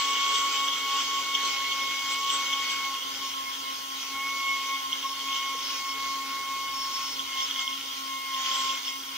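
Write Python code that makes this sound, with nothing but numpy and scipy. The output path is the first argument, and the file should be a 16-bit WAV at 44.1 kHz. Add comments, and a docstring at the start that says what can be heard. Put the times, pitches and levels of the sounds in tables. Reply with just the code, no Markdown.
"""A four-vane air grinder spins freely in a small workshop, heard through two microphone ports over rumble and fine hiss.
It starts near 277 turns a second, whining at four times that; noise gated by turn and vane makes the exhaust hiss.
Short rings tick from the first moment; the speed sags unevenly as the hand moves, and the air surges.
From 3.2 s the fifth vane harmonic flares into brief whistles, and a dull knock falls at 5.55 s.
The strongest surge of air swells around 8.6 s."""
import sys
import numpy as np
from scipy import signal
from scipy.fft import rfft, irfft, next_fast_len
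from scipy.io import wavfile
from scipy.ndimage import uniform_filter1d, map_coordinates

SR = 44100
rng = np.random.default_rng(int(sys.argv[2]) if len(sys.argv) > 2 else 0)


def dump(signal):
    """Clip the signal to [-1, 1] and save it as 16-bit WAV at the path in sys.argv[1]."""
    limited = np.clip(np.atleast_2d(signal).T, -1, 1)
    pcm = np.round(limited * 32767).astype(np.int16)
    wavfile.write(sys.argv[1], SR, pcm)


def ratio_of_db(decibels):
    """Turn decibels (scalar or array-like) into linear amplitude factors; 0 dB maps to 1."""
    return 10 ** (np.asarray(decibels, float) / 20)


N = 404387


def unit(x):
    """Scale to rms 1."""
    return x / np.sqrt(np.mean(x ** 2) + 1e-20)


def along(points, hz):
    """Read the columns after the frequency of a table, on a log frequency axis."""
    f, *columns = np.transpose(points)
    return np.squeeze([np.interp(np.log(hz + 1), np.log(f + 1), c) for c in columns])


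def curves(rows):
    """One value per sample for each column after the time."""
    s, *columns = np.transpose(rows)
    return [np.interp(np.arange(N) / SR, s, c) for c in columns]


def wobble(rate):
    """A smooth random curve, rate knots a second."""
    knots = rng.standard_normal(int(N * rate / SR) + 4)
    return map_coordinates(knots, [np.arange(N) * rate / SR])


def filtered(x, response):
    """Filter x by a response given as a function of frequency."""
    m = next_fast_len(N + 8192)
    return irfft(rfft(x, m) * response(np.fft.rfftfreq(m, 1 / SR)), m)[..., :N]


def resonances(modes, f):
    """Magnitude of a sum in power of resonant peaks; each width is taken 6 dB down."""
    power = sum(ratio_of_db(db) ** 2 / (1 + (2 * (f - c) / w) ** 2) ** 2 for c, w, db in modes)
    return np.sqrt(power)


# how rushing noise differs between the ports: (frequency [Hz], likeness [0..1], lead of the left [rad])
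PORT_LIKENESS = [(60, .1, -0.35), (152, 0.07, 0.42), (300, 0.12, -0.45), (1470, 0.39, 0.37),
                 (3300, 0.19, 0.69), (4320, 0.087, -1.64), (7800, 0.79, -0.64)]


def rush(gain, patchy_db, gate=1):
    """Stereo noise of rms 1 with patches of random gain, partly alike at both ports."""
    z = signal.stft(gate * rng.standard_normal((2, N)), nperseg=512)[2]
    field = uniform_filter1d(rng.standard_normal(z.shape[1:]), size=5, axis=0)
    field = uniform_filter1d(field, size=10, axis=1)
    pair = signal.istft(z * ratio_of_db(patchy_db * unit(field)), nperseg=512)[1][:, :N]

    def mix(hz, sign):
        alike, lead = along(PORT_LIKENESS, hz)
        u = np.arccos(np.clip(alike, 0, 1)) / 2
        return gain(hz) * np.exp(.5j * sign * lead) * [np.cos(u), sign * np.sin(u)]

    ports = [filtered(pair, lambda hz: mix(hz, sign)).sum(0) for sign in (1, -1)]
    return unit(np.array(ports))


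def bursts(rows, cycles):
    """Short soft-edged rings from (time [s], peak [dB], pitch [Hz]) rows, each a few cycles long."""
    s, db, hz = np.transpose(rows)[:, :, None]
    t = np.arange(-400, 800) / SR
    # the rise is steeper than the decay
    shape = np.exp(-(t * hz / cycles) ** 2 * np.where(t < 0, 1.6, .6))
    ring = ratio_of_db(db) * shape * np.cos(2 * np.pi * hz * t)
    # each ring peaks 2 ms after its listed time
    at = np.clip(np.round((s + 0.002002 + t) * SR).astype(int), 0, N - 1)
    return np.bincount(at.ravel(), ring.ravel(), N)


# colour of the added high hiss: (frequency [Hz], relative level [dB per Hz])
HISS_COLOUR = [(4000, -20), (8000, -2.5), (10000, -4.5), (12500, -2.5), (15500, 0.5)]


def added_hiss():
    """Steady high hiss, unrelated left and right."""
    def colour(f):
        return ratio_of_db(along(HISS_COLOUR, f)) * (f > 3000) * (f < 15720)

    return ratio_of_db(-47.0) * unit(filtered(rng.standard_normal((2, N)), colour))


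# colour of the workshop rumble: (frequency [Hz], relative level [dB per Hz])
RUMBLE_COLOUR = [(15, -29), (30, -4.5), (95, 4), (130, -6.5), (250, 6), (600, -2.5), (900, 5)]
# rumble loudness, before a slight wobble: (time [s], level [dB])
RUMBLE_LEVEL = [(0, -58), (2.6, -55.5), (4.5, -59), (6.8, -54.5), (8.2, -62.5), (9.17, -61)]


def workshop_rumble():
    """Low noise below 1 kHz that swells and sinks slowly."""
    rumble = rush(lambda f: ratio_of_db(along(RUMBLE_COLOUR, f)) * (f < 1000), patchy_db=1.2)
    return ratio_of_db(curves(RUMBLE_LEVEL)[0] + 0.31 * wobble(3.9)) * rumble


# a dull knock nearby: (time [s], peak [dB], pitch [Hz])
KNOCK_HIT = [(5.549, -41, 470)]


def knock():
    """One low, quickly damped ring."""
    return bursts(KNOCK_HIT, cycles=2.4)


def workshop(x, wet_db, t60):
    """Close walls and benches answer with a decaying echo and comb the hiss into thin steady strands."""
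    t = np.arange(SR // 4) / SR
    echo = rng.standard_normal(len(t)) * ratio_of_db(-60 * t / t60)
    echo = ratio_of_db(wet_db) * echo / np.linalg.norm(echo)
    wet = signal.fftconvolve(x, echo[None], axes=1)[:, :N]
    return (x + wet) / np.hypot(1, ratio_of_db(wet_db))


# loud vane ticks, before the room: (time [s], peak [dB])
LOUD_TICKS = [(0.2311, -23.5), (0.3551, -20), (0.5396, -27), (0.6833, -18.5), (0.733, -18.5), (1.246, -25),
              (1.3504, -15), (1.721, -20), (1.899, -23), (2.287, -24), (2.2994, -19.5), (2.5346, -17),
              (4.6145, -24), (4.9285, -15.5), (5.328, -20.5), (7.193, -21), (7.402, -21), (7.5093, -19),
              (7.5596, -22), (7.592, -19), (7.6765, -17.5), (7.728, -23), (8.3445, -21), (8.461, -22),
              (8.513, -18), (8.5565, -19.5), (8.702, -18), (8.88, -22)]


def ticks(ring_db):
    """Loose vanes slap the housing: the loud slaps, and a dense faint rattle that follows the air flow."""
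    draw = rng.random((1600, 3))
    s = draw[:, 0] * N / SR
    level = ring_db[(s * SR).astype(int)] - .6 - 4.7 * np.log(draw[:, 1] + 0.00092)
    hz = np.where(draw[:, 2] < .4, 3050, 3280)
    faint = bursts(np.c_[s, np.minimum(level, -28), hz], cycles=2.5)
    loud = bursts([(s, db, 3260) for s, db in LOUD_TICKS], cycles=3.8)
    # the right port hears them two samples earlier
    return np.array([np.roll(loud + faint, 2), loud + faint])


# air flow between the surges, the base for hiss and ring: (time [s], level [dB])
SLOW_FLOW = [(0, -40.5), (.8, -42), (2.0, -43), (2.6, -42), (3.0, -45), (3.8, -46.5), (4.8, -46.5),
             (5.5, -45.5), (7.0, -45.5), (8.2, -48), (9.17, -47.5)]
# housing ring over the air flow: (time [s], level [dB])
RING_OVER_FLOW = [(0, 10.5), (.3, 7), (1.5, 6.5), (2.9, 6), (4.3, 4), (5.5, 8.5), (6.2, 0), (7.2, 3.5),
                  (7.7, 9), (8.2, 4.5), (9.17, 5.5)]
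# surges of air: (time [s], rise [dB], half length [s])
AIR_SURGES = [(.38, 2, 0.1), (0.58, 1.5, 0.074), (0.986, 2.5, 0.048), (1.48, 2, 0.06), (2.122, 3.5, 0.038),
              (2.335, 3.5, 0.058), (2.72, 3, 0.031), (4.538, 3, 0.21), (5.362, 3.5, 0.024),
              (7.42, 3.5, 0.078), (7.616, 4.5, 0.021), (8.58, 7.5, 0.22), (8.888, 3, 0.035),
              (9.17, 3, 0.02)]
RING_GROWS = 1.3  # dB of ring for each dB of surge
RATTLE_DB, RATTLE_S = 24, 0.012  # a loud tick lifts the ring by this plus its own level, fading around it


def air_flow():
    """Base levels in dB of housing ring and jet hiss: slow flow, surges, and the rattle around loud ticks."""
    t = np.arange(N) / SR
    surge_db = sum(db * np.exp(-((t - s) / half) ** 2) for s, db, half in AIR_SURGES)
    lifts = [max(db + RATTLE_DB, 0) * np.exp(-((t - s) / RATTLE_S) ** 2) for s, db in LOUD_TICKS]
    rattle_db = np.max(lifts, axis=0)
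    flow_db = curves(SLOW_FLOW)[0]
    ring_db = flow_db + curves(RING_OVER_FLOW)[0] + RING_GROWS * surge_db + rattle_db
    return ring_db, flow_db + surge_db


# narrow noise where the hiss's bandwidth ends: (centre [Hz], width [Hz], relative level [dB])
LOWER_EDGE_BANDS = [(7370, 50, -2), (7470, 50, 0), (7300, 500, -9)]
# the edge reaches higher when the hiss is loud: (centre [Hz], width [Hz], relative level [dB])
UPPER_EDGE_BANDS = [(7900, 50, 0), (8170, 50, 0), (7900, 500, -6)]


def bandwidth_edge(hiss_db):
    """Narrow noise where the hiss's bandwidth ends, growing steeply with hiss level, the upper bands most."""
    over_db = hiss_db + 39.0
    lower = rush(lambda f: resonances(LOWER_EDGE_BANDS, f) * (f < 7550), patchy_db=2.5)
    upper = rush(lambda f: resonances(UPPER_EDGE_BANDS, f) * (f < 8300), patchy_db=5.5)
    return ratio_of_db(-42.0 + 2.7 * over_db) * lower + ratio_of_db(-39.5 + 7.7 * np.minimum(over_db, 1.1)) * upper


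# housing resonances: (centre [Hz], width [Hz], relative level [dB])
HOUSING_MODES = [(980, 35, -11), (2850, 110, -5.5), (3030, 70, -1), (3155, 70, -3), (3275, 105, 0),
                 (3385, 60, -6), (3550, 100, -7), (3730, 90, -9), (5430, 40, -9), (5860, 140, -11),
                 (6370, 60, -11)]


def housing_ring(puffs, ring_db):
    """The puffing air excites the resonances of the housing."""
    ring = rush(lambda f: resonances(HOUSING_MODES, f), patchy_db=1.3, gate=puffs)
    return ratio_of_db(ring_db + .1 + .8 * wobble(14)) * ring


# exhaust colour: (frequency [Hz], relative level [dB per Hz])
JET_COLOUR = [(150, -31.5), (420, -22.5), (580, -19), (680, -23.5), (880, -27.5), (1000, -14.5),
              (1500, -13.5), (2400, -12.5), (3200, -13.5), (4500, -12.5), (5500, -12.5), (6600, -15),
              (7100, -24.5), (7600, -63)]
# dark gaps in that colour: (centre [Hz], width [Hz], depth [dB])
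JET_GAPS = [(640, 130, 5), (1205, 70, 6), (1570, 120, 7), (1810, 110, 9), (2690, 120, 5), (3660, 70, 3),
            (5620, 150, 3)]


def jet_hiss(puffs, hiss_db):
    """Broad turbulent noise, coloured with dark gaps and gated by the puffs."""
    def colour(f):
        gaps_db = sum(db * np.exp(-(2 * (f - c) / w) ** 2) for c, w, db in JET_GAPS)
        return ratio_of_db(along(JET_COLOUR, f) - gaps_db)

    return ratio_of_db(hiss_db + 7.5 + 0.87 * wobble(9)) * rush(colour, patchy_db=2.0, gate=puffs)


def exhaust(phase, ring_db, hiss_db):
    """Air leaves in puffs, one a turn and one a vane; it hisses and rings the housing."""
    puffs = 1 + 0.13 * np.cos(phase) + 0.29 * np.cos(4 * phase)
    return jet_hiss(puffs, hiss_db) + housing_ring(puffs, ring_db)


# shaft speed, before flutter: (time [s], speed [turns a second])
SHAFT_SPEED = [(.31, 276.7), (.68, 276.4), (.76, 275.0), (.94, 276.4), (1.04, 274.8), (1.17, 275.8),
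               (1.24, 274.4), (1.44, 275.7), (1.55, 273.0), (1.62, 273.1), (1.71, 275.3), (1.85, 272.4),
               (2.0, 274.9), (2.07, 272.8), (2.23, 276.1), (2.4, 275.3), (2.46, 274.5), (2.57, 275.5),
               (2.67, 273.6), (2.78, 274.8), (3.06, 269.4), (3.21, 271.9), (3.45, 268.9), (3.54, 270.6),
               (3.64, 269.2), (3.78, 270.6), (3.91, 269.8), (4.28, 274.0), (4.64, 272.4), (4.73, 273.3),
               (4.9, 268.2), (5.03, 271.4), (5.44, 272.3), (5.6, 271.2), (5.7, 271.6), (6.02, 272.4),
               (6.14, 271.7), (6.35, 272.1), (7.11, 271.3), (7.36, 267.8), (7.49, 270.9), (7.55, 268.6),
               (7.68, 268.6), (7.79, 270.8), (8.0, 269.9), (8.12, 268.5), (8.22, 269.2), (8.42, 266.4),
               (8.64, 267.9), (8.71, 267.9), (8.81, 269.7), (8.9, 268.6), (9.0, 270.2), (9.08, 269.4)]


def shaft_speed():
    """Turns a second: an uneven sag with a quick random flutter."""
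    return curves(SHAFT_SPEED)[0] + .1 * wobble(12)


# brief drops of a tone, swells where the depth is negative:
# (time [s], shaft order [multiple of speed], depth [dB], half length [s])
TONE_DIPS = [(.79, 4, 6, .055), (1.06, 4, 6, .03), (1.235, 4, 11, .02), (1.54, 4, 6, .045),
             (2.0, 4, 4, .03), (2.47, 4, 5, .03), (2.65, 4, 6, .02), (3.15, 4, 12, .015), (3.2, 4, 5, .025),
             (3.38, 4, -5, .09), (4.09, 4, 5, .05), (4.78, 4, 7, .015), (4.855, 4, -8, .03),
             (5.01, 4, 5, .025), (5.055, 4, -8, .014), (5.09, 4, 6, .012), (5.155, 4, 13, .015),
             (5.22, 4, 4, .03), (5.68, 4, 5, .02), (7.2, 4, -5, .03), (7.26, 4, 8, .025),
             (7.43, 4, -5, .025), (7.5, 4, 7, .035), (8.12, 4, -4, .07), (8.83, 4, 8, .04),
             (9.04, 4, 10, .02), (9.13, 4, 6, .05), (1.2, 8, 10, .02), (2.225, 8, 9, .015),
             (2.92, 8, 10, .025), (3.48, 8, -7, .025), (4.51, 8, -4, .06), (5.07, 8, -6, .02),
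             (5.12, 8, 8, .02), (5.42, 8, -3, .12), (1.07, 8, 5, .07), (5.73, 8, 8, .015),
             (6.18, 8, 15, .015), (6.75, 8, 6, .04), (8.35, 8, 7, .03), (8.85, 8, 6, .04),
             (9.12, 8, 7, .06)]
FADE_RATE = 20  # knots a second of the wall echo that beats with each tone


def tone(phase, order, db, lead, waver_db, echo):
    """A sine at a multiple of the shaft speed; the room makes it waver and differ between the ports."""
    t = np.arange(N) / SR
    beat = 1 + echo * (wobble(FADE_RATE) + 1j * wobble(FADE_RATE))
    dips_db = sum(depth * np.exp(-((t - s) / half) ** 2) for s, k, depth, half in TONE_DIPS if k == order)
    db = db + 20 * np.log10(np.abs(beat)) - dips_db
    db = db + waver_db * (wobble(13) + 1.1 * wobble(24))
    angle = order * phase + rng.uniform(0, 2 * np.pi) + .12 * wobble(14) + np.angle(beat)
    # a quadrature part of opposite sign turns the phase between left and right
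    across = np.tan(np.clip(lead / 2, -1.25, 1.25)) * np.cos(angle)
    return np.sqrt(2) * ratio_of_db(db) * np.array([np.sin(angle) + across, np.sin(angle) - across])


# vane rates at which the standing-wave levels are listed: (vane rate [Hz])
STANDING_WAVE_HZ = [1066, 1069.2, 1072, 1074.4, 1076.8, 1079.2, 1081.6, 1083.6, 1085.6, 1087.6, 1090,
                    1093.2, 1096.8, 1100, 1103.2, 1107.2]
BUILD_S = 0.038  # the standing waves need this long to follow a change of pitch


def standing_waves(speed, dbs):
    """Level in dB of a tone that the room boosts or cancels as its pitch slides."""
    size = round(BUILD_S * SR)
    gain = ratio_of_db(np.interp(4 * speed, STANDING_WAVE_HZ, dbs))
    # the average looks back in time only
    return 20 * np.log10(uniform_filter1d(gain, size=size, origin=(size - 1) // 2))


# steady shaft orders, bearing-cage tones at 3.28 and 3.62: (multiple of shaft speed, level [dB])
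SHAFT_ORDERS = [(1, -56.5), (3.28, -68), (3.62, -61.5), (5, -63), (7, -64), (12, -54)]
# third shaft order at each listed vane rate: (level [dB])
THIRD_ORDER_LEVEL = [-58, -55, -69, -63.5, -70, -63.5, -66, -58.5, -63, -59.5, -59.5, -58, -61.5, -57,
                     -54.5, -55.5]
CAGE_DB, CAGE_DB_PER_HZ = -70.5, 2.5  # lower bearing-cage tone at 272 turns a second, and its growth with speed


def shaft_tones(speed, phase):
    """Faint tones of shaft and bearing cage; the third order rides the standing waves."""
    steady = sum(tone(phase, k, db + .4 * wobble(2.5), .5 * wobble(5) + 0.11, waver_db=.3, echo=.36)
                 for k, db in SHAFT_ORDERS)
    third_db = standing_waves(speed, THIRD_ORDER_LEVEL)
    third = tone(phase, 3, third_db, lead=.5 * wobble(5) + .1, waver_db=1.5, echo=0.25)
    cage_db = CAGE_DB + CAGE_DB_PER_HZ * (speed - 272)
    cage = tone(phase, 1.6, cage_db, lead=.5 * wobble(5) + .1, waver_db=-0.3, echo=0.61)
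    return steady + third + cage


# flares of the fifth vane harmonic: (start [s], length [s], level [dB])
WHISTLE_FLARES = [(3.19, .15, -44.5), (4.02, .08, -49), (4.27, .24, -51), (5.05, .12, -46.5),
                  (5.56, .24, -45), (5.84, .09, -46), (6.73, .42, -41), (7.33, .13, -43.5),
                  (7.58, .14, -48), (8.47, .08, -42.5), (8.6, .13, -44), (8.85, .06, -45)]
FIFTH_DB, WHISTLE_EDGE_S = -56, .02  # the fifth vane harmonic at rest, and how fast it flares


def vane_whistle(phase):
    """The fifth vane harmonic flares into a whistle, and the sixth with it, more faintly."""
    t = np.arange(N) / SR
    flare_db = 0
    for s, length, db in WHISTLE_FLARES:
        inside = np.clip(np.minimum(t - s, s + length - t) / WHISTLE_EDGE_S + .5, 0, 1)
        flare_db = flare_db + (db - FIFTH_DB) * inside
    return sum(tone(phase, k, FIFTH_DB + flare_db - under_db, -1.3 + .3 * wobble(4), waver_db=1.4, echo=.26)
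               for k, under_db in [(20, 0), (24, 11)])


# standing waves turn the vane tone between the ports: (vane rate [Hz], lead of the left [rad])
VANE_TURN = [(1066, .8), (1072, .95), (1078, 2.1), (1081, 2.2), (1085, .2), (1096, .15), (1103, 0)]
# vane tone at each listed vane rate: (level [dB])
VANE_LEVEL = [-35, -34, -34.5, -43, -43.5, -46.5, -47, -57.5, -37.5, -35.5, -35, -34.5, -36, -34, -31.5,
              -30]
# its second harmonic at each listed vane rate: (level [dB])
SECOND_LEVEL = [-54, -48, -44, -39, -45, -58, -54.5, -46, -53.5, -42.5, -41.5, -33.5, -38, -36.5, -42,
                -37.5]


def vane_whine(speed, phase):
    """Four vanes a turn whine at four times the shaft speed, with a second harmonic."""
    lead = along(VANE_TURN, 4 * speed) + .07 * wobble(6)
    vane = tone(phase, 4, standing_waves(speed, VANE_LEVEL), lead, waver_db=.7, echo=.12)
    second_db = standing_waves(speed, SECOND_LEVEL)
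    second = tone(phase, 8, second_db, lead=-.25 + .6 * wobble(4), waver_db=.6, echo=.13)
    return vane + second


def scene():
    """The grinder in the workshop: one shaft phase drives the tones and the puffs of air."""
    background = added_hiss() + workshop_rumble() + knock()
    speed = shaft_speed()
    phase = 2 * np.pi * np.cumsum(speed) / SR
    ring_db, hiss_db = air_flow()
    air = ticks(ring_db) + bandwidth_edge(hiss_db) + exhaust(phase, ring_db, hiss_db)
    whine = shaft_tones(speed, phase) + vane_whistle(phase) + vane_whine(speed, phase)
    return background + workshop(air, wet_db=-11, t60=.15) + whine


def roll_off(x):
    """The treble ends steeply here."""
    return signal.sosfilt(signal.butter(12, 16880, fs=SR, output="sos"), x)


def record(dry):
    """Deliver the finished mix."""
    return roll_off(dry)


dry = scene()
out = record(dry)
dump(out)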